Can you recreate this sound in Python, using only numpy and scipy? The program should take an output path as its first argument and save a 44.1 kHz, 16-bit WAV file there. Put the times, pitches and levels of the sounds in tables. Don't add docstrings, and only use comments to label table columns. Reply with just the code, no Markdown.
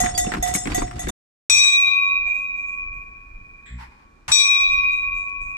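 import sys
import numpy as np
from scipy import signal
from scipy.fft import rfft, irfft, next_fast_len
from scipy.io import wavfile
from scipy.ndimage import uniform_filter1d, minimum_filter1d

SR = 44100
rng = np.random.default_rng(int(sys.argv[2]) if len(sys.argv) > 2 else 0)


def waveform_to_disk(signal):
    frames = np.transpose(np.atleast_2d(signal))
    scaled = np.clip(frames, -1, 1) * 32767
    samples = np.round(scaled).astype(np.int16)
    wavfile.write(sys.argv[1], SR, samples)


N = 245618
TIME_S = np.arange(N) / SR
SIDES = np.array([[1], [-1]])

# start_s, strength_db, extra_treble_db, extra_hum_db
BRASS_STRIKES = [(1.498, 5.5, 5.3, 4.5), (1.641, -14, 10, -16.5), (4.318, 2.3, 4.5, 11.5)]
# start_s, strength_db, extra_treble_db
NECK_BLOWS = [(.002, -1, 2.5), (.1766, -1.5, 6), (.425, -2, 0.5), (.475, -19.5, 15.5), (.5378, -26, 28.5),
              (.553, -8, 8), (.7453, -4.5, 5), (.9917, -12, 3.5), (1.0835, -11.5, 5)]


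def brass_bell(waver_depth, waver_hz):
    # pitch_hz, level_db, t60_s, pan_db
    modes = [(1115.4, -31, 4.04, -0.5), (2373, -17.5, 2.98, -0.5), (2394, -9.5, 2.61, -2),
             (2484.6, -9, 2.4, 2.5), (2499, -19, 2.3, 2.5), (3368, -18, 0.82, 9.5), (3813, -4.5, 0.93, 8.5),
             (4696, -22, 0.78, -8), (5598, -11.5, 0.48, 11.5), (5640, -12.5, 0.69, 5.5),
             (5770, -22, 0.61, 13), (5830, -10, .45, 18.5), (6210, -17, 0.52, 4.5), (6500, -31, .35, 4.5),
             (6880, -18.5, 0.45, 4.5), (7716, -20.5, 0.59, 14), (7810, -8.5, 0.37, 16),
             (7824, -23, 0.49, 11.5), (8400, -27.5, .45, -3), (8579, -29.5, 0.33, 10), (8900, -22, 0.35, 1),
             (9420, -26, 0.33, 6), (9600, -40, 0.39, 9), (10250, -38, .45, -3), (10560, -35, 0.36, -9.5),
             (11010, -35.5, 0.27, -4.5), (11650, -45, .4, 0), (12330, -44.5, .35, 0.5),
             (13060, -39, .35, 1), (13530, -44, .35, -7)]
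    start_s, strength_db, treble_db, hum_db = np.transpose(BRASS_STRIKES)
    age_s = since(start_s[strength_db > 0])
    hum_swell_db = bloom_and_sway_db(age_s, bloom_db=4, bloom_s=.5, crest_s=.4, period_s=1.1)
    ring_swell_db = 2.1 + bloom_and_sway_db(age_s, bloom_db=5.5, bloom_s=.4, crest_s=.27, period_s=.97)
    out = 0
    for k, (hz, level_db, t60_s, pan_db) in enumerate(modes):
        treble = treble_share(hz)
        blow_db = level_db + strength_db + treble * treble_db + hum_db * (k == 0)
        mode = ring(start_s, blow_db, hz, t60_s, rise_s=.00046)
        swell = from_db(hum_swell_db if k == 0 else ring_swell_db * (1 - treble / 2))
        rate_hz = waver_hz * hz / modes[0][0]
        out += swell * swinging(mode, waver_depth * (1 + treble), rate_hz, pan_db, ear_phase_rad=2.1)
    return out


def bloom_and_sway_db(age_s, bloom_db, bloom_s, crest_s, period_s, sway_db=2.2):
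    sway = np.cos(2 * np.pi * (age_s - crest_s) / period_s)
    return sway_db * sway - bloom_db * np.exp(-age_s / bloom_s)


def brass_shimmer(level_db, haze_db, t60_s, count):
    start_s, strength_db, treble_db, _ = np.transpose(BRASS_STRIKES)
    blow_db = level_db + strength_db + treble_db
    haze = resonant_noise([(5750, 1200, -1), (6900, 300, -12), (8100, 900, -6.5), (10400, 2000, -17)])
    out = bursts(start_s, blow_db + haze_db, t60_s, rise_s=.002) * haze
    rolloff = [(9000, -11), (12000, -18), (15500, -25.5)]   # pitch_hz, level_db
    pitches_hz = np.linspace(9000, 15300, count) + rng.uniform(-200, 200, count)
    for k, hz in enumerate(pitches_hz):
        mode = ring(start_s, blow_db + at_hz(rolloff, hz), hz, t60_s, rise_s=.001)
        out[k % 2] += mode.imag * from_db(3 * drift(14))
    return out


def mount_knocks(split_hz):
    # start_s, level_db, t60_s, tilt_db
    contacts = [(1.498, -18, .07, 10.5), (1.502, -31, 0.501, -5), (1.64, -32, .25, 9),
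                (1.871, -33, 0.083, -3.5), (4.28, -25, 0.42, 2), (4.315, -22.5, .08, 8),
                (4.51, -41, 0.45, 4), (5.294, -52, .05, 5)]
    # freq_hz, density_db
    spectrum = [(60, 16), (150, 1.5), (450, -18.5), (1050, -1), (1600, -7.5), (2500, -8.5), (3600, -14),
                (5000, -15), (8000, -12.5), (11000, -25), (15000, -35)]
    start_s, level_db, t60_s, tilt_db = np.transpose(contacts)
    body = noise(spectrum)
    low = signal.sosfilt(signal.butter(2, split_hz, fs=SR, output="sos"), body)
    high = signal.sosfilt(signal.butter(2, split_hz, "high", fs=SR, output="sos"), body)
    thump = low * bursts(start_s, level_db - tilt_db, t60_s, rise_s=.0045)
    click = high * bursts(start_s, level_db + tilt_db, t60_s, rise_s=.00046)
    return thump - click


def axle(groan_hz, overtone_db_per_octave):
    # centre_hz, width_hz, level_db
    squeak_bands = [(1930, 430, 3.5), (3500, 670, -5.5), (7550, 350, -6)]
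    rub_bands = [(940, 190, 4.5), (1800, 1100, 4), (4600, 1800, -8.5), (8955, 6000, -15.5)]
    # start_s, level_db
    rubs = [(3.774, -41), (3.895, -58), (3.97, -60)]
    phase = 2 * np.pi * np.cumsum(groan_hz * (1 + .04 * drift(12))) / SR
    tone = sum(from_db(overtone_db_per_octave * np.log2(k)) * np.sin(k * phase) for k in range(1, 5))
    squeak = stroke(start_s=3.655, level_db=-45.5, attack_s=.008, hold_s=.03, t60_s=.5)
    groan = stroke(start_s=3.69, level_db=-31.5, attack_s=.055, hold_s=.012, t60_s=.38)
    rub = sum(stroke(start_s, db, attack_s=.03, hold_s=.03, t60_s=.22) for start_s, db in rubs)
    return groan * rms_one(tone) + squeak * resonant_noise(squeak_bands) + rub * resonant_noise(rub_bands)


def neck_bell(blows, modes, waver_depth, waver_hz, scatter_db, rise_s):
    # freq_hz, left_minus_right_db
    pan = [(700, -6), (2000, -3), (4400, -7.5), (8000, 14), (10500, -6), (14000, -25)]
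    start_s, strength_db, treble_db = np.transpose(blows)
    out = 0
    for hz, level_db, t60_s in modes:
        treble = treble_share(hz)
        spot_db = scatter_db * rng.standard_normal(len(start_s))
        blow_db = level_db + strength_db + treble * (treble_db + spot_db)
        mode = ring(start_s, blow_db, hz, t60_s, rise_s)
        rate_hz = waver_hz * np.sqrt(hz / modes[0][0])
        ear_phase_rad = 2.93 if hz < 1000 else np.pi / 2
        out += swinging(mode, waver_depth * (1 + 2 * treble), rate_hz, at_hz(pan, hz), ear_phase_rad)
    return out


def mule_bells():
    # pitch_hz, level_db, t60_s
    iron_modes = [(723.5, -15.5, 0.72), (1957, -23, 0.36), (3583, -28, .35), (5463, -38, 0.66),
                  (6370, -27.5, .25), (6500, -31, 0.17), (6690, -24.5, 0.3), (7300, -51, .22),
                  (7230, -33.5, 0.46), (7750, -33, 0.45), (8080, -30.5, 0.39), (8147, -28, 0.41),
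                  (9400, -45, 0.29), (9740, -40, 0.34), (10169, -40, .17), (10550, -34.5, 0.23),
                  (10500, -42.5, .17), (11400, -36, 0.11), (11600, -42.5, 0.11), (12200, -34, 0.11),
                  (13258, -39.5, .14), (13450, -41, .14), (14451, -38.5, .14), (14800, -50, .12)]
    small_modes = [(3350, -38, .12), (4640, -27, .17), (6830, -42.5, 0.17), (7950, -46, .12),
                   (9100, -44.5, 0.14)]
    # start_s, strength_db, extra_treble_db
    small_blows = [(.1472, 5.5, 0.39), (.7154, -13, 1.6), (.778, -8, 0)]
    iron = neck_bell(NECK_BLOWS, iron_modes, waver_depth=.38, waver_hz=15, scatter_db=2.5, rise_s=.0013)
    small = neck_bell(small_blows, small_modes, waver_depth=.2, waver_hz=10, scatter_db=1.5, rise_s=.002)
    return iron + small


def clapper_clash(level_db, t60_s, rattle_db):
    start_s, strength_db, treble_db = np.transpose(NECK_BLOWS)
    thicket = resonant_noise([(3000, 4200, -3), (5510, 440, -6), (6700, 700, -2),
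                              (7800, 700, 2), (10200, 1600, -2), (12000, 3200, -13)])
    chatter = rms_one(from_db(rattle_db * drift(150)))
    return bursts(start_s, level_db + strength_db + treble_db, t60_s, rise_s=.001) * thicket * chatter


def hooves(crack_gain_db, clack_gain_db, thud_gain_db, stone_width_hz, grit_db):
    # start_s, level_db, stone_hz, thud_db
    falls = [(0.0352, -22, 931, -27.5), (0.0611, -15.5, 1710, -39), (0.2658, -32, 2570, -23.5),
             (0.3188, -20.5, 1800, -30.5), (0.3376, -15.5, 1472, -25), (0.367, -26, 1040, -28),
             (0.5505, -20.5, 2105, -26), (0.6558, -25, 2186, -26), (0.6716, -20, 1810, -24.5),
             (0.7003, -29, 883, -34.5), (0.7192, -22.5, 2140, -32.5), (0.7772, -27, 1920, -23.5),
             (0.819, -20, 1027, -25), (0.8787, -36.5, 1950, -49.5), (0.9107, -30, 1250, -58),
             (1.0706, -26.5, 1651, -25.5), (1.089, -23.5, 860, -31.5)]
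    # freq_hz, density_db
    clack_spectrum = [(400, -10), (800, 3.5), (1700, 0.5), (2500, -4.5), (4500, -22), (9000, -29),
                      (15000, -44.5)]
    thud_spectrum = [(60, -20), (130, -7.5), (290, 0), (420, -11), (700, -23), (1500, -46.5)]
    cracks = np.zeros((2, N))
    for at_s, db, hz, _ in falls:
        stone = signal.butter(1, [hz, hz + stone_width_hz], "band", fs=SR, output="sos")
        chips = rms_one(signal.sosfilt(stone, rng.standard_normal((2, N))))
        cracks += bursts([at_s], [db + crack_gain_db], t60_s=.043, rise_s=.00018) * chips
    start_s, level_db, _, thud_db = np.transpose(falls)
    grit = rms_one(from_db(grit_db * drift(100)))
    clacks = bursts(start_s, level_db + clack_gain_db, t60_s=.1, rise_s=.00063)
    thuds = bursts(start_s, thud_db + thud_gain_db, t60_s=.093, rise_s=.0017)
    return cracks + clacks * grit * noise(clack_spectrum) + thuds * noise(thud_spectrum)


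def scuffing(grit_db):
    # peak_s, level_db
    scuffs = [(.01, -30.5), (.33, -38.5), (.505, -35), (.76, -35.5), (1.03, -40)]
    # freq_hz, density_db
    spectrum = [(120, 20), (280, 2.5), (500, 5.5), (1600, 5), (3200, -2.5), (8000, -9), (15000, -29)]
    drag = swells(scuffs, steady_db=-52, rise_s=.045, fall_s=.05)
    return drag * from_db(grit_db * drift(55)) * noise(spectrum)


def wind():
    # peak_s, level_db
    gusts = [(.035, -24.5), (.16, -32), (.23, -30), (.395, -25), (.515, -32), (.728, -26), (.828, -27),
             (.96, -28.5), (1.06, -27)]
    # freq_hz, density_db
    spectrum = [(12, -30.5), (20, 2), (45, 3), (134, -7.5), (168, -12), (296, -13), (400, -18), (520, -59),
                (880, -120)]
    return swells(gusts, steady_db=-37.5, rise_s=.016, fall_s=.022) * noise(spectrum)


def far_bells(t60_s, rise_s):
    # start_s, strength_db, extra_treble_db
    blows = [(1.681, -17.5, 0), (1.78, -21, -3.5), (2.03, -35.5, 8.5), (2.25, -20, -6), (2.33, -30.5, 3.5),
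             (2.55, -29.5, -0.5), (2.658, -38, 8), (2.92, -34.5, -6.5), (4.658, -27, 4), (4.9, -34.5, 10),
             (5.141, -27, 1), (5.401, -32.5, 5.5)]
    start_s, strength_db, treble_db = np.transpose(blows)
    hum = bursts(start_s, strength_db, t60_s, rise_s) * resonant_noise([(715, 82, 0)])
    shimmer = resonant_noise([(6300, 250, -4.5), (6840, 150, -1.5), (7730, 180, -4),
                              (8250, 420, -7), (10200, 500, -15)])
    return hum + bursts(start_s, strength_db + treble_db, t60_s, rise_s) * shimmer


def room_tone(air_db):
    # peak_s, level_db
    surges = [(2.26, -47), (2.94, -41), (3.15, -48), (3.38, -41), (4.74, -32.5), (5.13, -39), (5.46, -39)]
    # freq_hz, density_db
    rumble_spectrum = [(12, -25.5), (20, 3), (50, -3.5), (88, -14.5), (179, -27), (228, -33), (400, -44),
                       (520, -65.5), (880, -120)]
    air_spectrum = [(150, 11.5), (300, 5.5), (550, -3.5), (1500, -3.5), (3000, -17.5), (5000, -19),
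                    (7500, -23), (10000, -30.5), (15000, -33.5)]
    rumble = swells(surges, steady_db=-53, rise_s=.065, fall_s=.07) * noise(rumble_spectrum)
    return rumble + from_db(air_db) * noise(air_spectrum)


def ring(start_s, level_db, hz, t60_s, rise_s):
    clicks = np.full(N, 1e-18)
    clicks[np.clip(np.round(start_s * SR).astype(int), 0, N - 1)] = from_db(level_db)
    turn = np.exp(2j * np.pi * hz / SR)
    decay = np.exp(-np.log(1000) / t60_s / SR)
    lag = np.exp(-1 / (rise_s * SR))
    start_phasor = np.exp(2j * np.pi * rng.random())
    return signal.lfilter([(1 - lag) * start_phasor], np.poly([turn * decay, turn * lag]), clicks)


def swinging(mode, depth, rate_hz, pan_db, ear_phase_rad):
    paths = np.array([1 + depth * (drift(rate_hz) + 1j * drift(rate_hz)) for ear in range(2)])
    paths /= np.sqrt(1 + 2 * depth ** 2)
    balance = from_db(pan_db * SIDES / 2) / np.sqrt(np.cosh(pan_db * np.log(10) / 20))
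    return np.imag(mode * paths * np.exp(.5j * ear_phase_rad * SIDES)) * balance


def noise(spectrum):
    # freq_hz, correlation
    likeness = [(60, 0.98), (130, 0.98), (290, .55), (640, -0.11), (1400, 0.089), (15000, 0)]
    size = next_fast_len(N)
    hz = np.maximum(np.fft.rfftfreq(size, 1 / SR), 1)
    mid, side = rfft(rng.standard_normal((2, size)))
    alike = at_hz(likeness, hz)
    stereo = np.sqrt(1 + alike) * mid + np.sqrt(1 - alike) * side * SIDES
    band_edges = 1 / (1 + (hz / spectrum[-1][0]) ** 8) / (1 + (spectrum[0][0] / hz) ** 4)
    return rms_one(irfft(stereo * band_edges * from_db(at_hz(spectrum, hz)))[:, :N])


def resonant_noise(bands):
    out = 0
    for hz, width_hz, level_db in bands:
        edges_hz = [max(hz - width_hz / 2, 20), hz + width_hz / 2]
        band = signal.butter(2, edges_hz, "band", fs=SR, output="sos")
        out += from_db(level_db) * rms_one(signal.sosfilt(band, rng.standard_normal((2, N))))
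    return rms_one(out)


def bursts(start_s, level_db, t60_s, rise_s):
    power = np.zeros(N)
    for at_s, db, decay_s in zip(start_s, level_db, np.broadcast_to(t60_s, len(start_s))):
        first = round(at_s * SR)
        age_s = TIME_S[:min(N - first, SR)]
        blow = from_db(db) * (1 - np.exp(-age_s / rise_s)) * np.exp(-np.log(1000) * age_s / decay_s)
        power[first:first + len(blow)] += blow ** 2
    return np.sqrt(power)


def swells(peaks, steady_db, rise_s, fall_s):
    power = np.full(N, from_db(steady_db) ** 2)
    for peak_s, level_db in peaks:
        away = np.maximum((peak_s - TIME_S) / rise_s, (TIME_S - peak_s) / fall_s)
        power += from_db(level_db) ** 2 / np.cosh(np.minimum(away, 20)) ** 2
    return np.sqrt(power)


def stroke(start_s, level_db, attack_s, hold_s, t60_s):
    age_s = TIME_S - start_s
    release = np.exp(-np.log(1000) * np.maximum(age_s - attack_s - hold_s, 0) / t60_s)
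    return from_db(level_db) * np.clip(age_s / attack_s, 0, 1) * release


def drift(rate_hz):
    hop, warmup = 100, 1000
    pole = np.exp(-2 * np.pi * rate_hz * hop / SR)
    white = rng.standard_normal(N // hop + warmup + 2)
    slow = signal.lfilter([1], [1, -2 * pole, pole * pole], white)[warmup:]
    return np.interp(TIME_S, np.arange(len(slow)) * hop / SR, rms_one(slow))


def since(start_s):
    latest = np.maximum(np.searchsorted(start_s, TIME_S) - 1, 0)
    return np.maximum(TIME_S - start_s[latest], 0)


def at_hz(points, hz):
    freq_hz, values = np.transpose(points)
    return np.interp(np.log(hz), np.log(freq_hz), values)


def treble_share(hz):
    return hz ** 4 / (hz ** 4 + 4200.0 ** 4)


def from_db(db):
    return 10 ** (np.asarray(db) / 20)


def rms_one(x):
    return x / np.sqrt(np.mean(x ** 2) + 1e-20)


def gain_control(x, threshold_db, release_db_per_s, slope):
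    power = uniform_filter1d(np.mean(x ** 2, axis=0), size=256)
    cut_db = slope * np.maximum(10 * np.log10(np.maximum(power, 1e-12)) - threshold_db, 0)
    release_db = release_db_per_s * TIME_S
    held_db = np.maximum.accumulate(cut_db + release_db) - release_db
    return x * from_db(-uniform_filter1d(held_db, size=64))


def limiter(x, ceiling):
    gain = ceiling / np.maximum(np.abs(x).max(axis=0), ceiling)
    return x * uniform_filter1d(minimum_filter1d(gain, size=129), size=129)


def scene():
    path = mule_bells()
    path += hooves(crack_gain_db=-1.5, clack_gain_db=-9.5, thud_gain_db=5.5,
                   stone_width_hz=200, grit_db=4)
    path += scuffing(grit_db=3.5) + wind()
    path += clapper_clash(level_db=-25, t60_s=.13, rattle_db=3)

    shrine = room_tone(air_db=-58) + from_db(-26) * far_bells(t60_s=.57, rise_s=.021)
    shrine += brass_bell(waver_depth=.38, waver_hz=2.61)
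    shrine += brass_shimmer(level_db=-30.5, haze_db=-3, t60_s=.54, count=22)
    shrine += mount_knocks(split_hz=1200) + axle(groan_hz=61, overtone_db_per_octave=-9)

    path_end_s, shrine_start_s = 1.106, 1.497
    on_path = np.clip((path_end_s - TIME_S) / .0048, 0, 1)
    in_shrine = np.clip((TIME_S - shrine_start_s) / .00089, 0, 1)
    return on_path * path + in_shrine * shrine


def record(dry):
    cutoff_hz = 15600
    lowpass = signal.ellip(10, .2, 80, cutoff_hz, fs=SR, output="sos")
    held = gain_control(dry, threshold_db=-16, release_db_per_s=51.5, slope=.67)
    return signal.sosfilt(lowpass, limiter(held, ceiling=.9))


dry = scene()
out = record(dry)
waveform_to_disk(out)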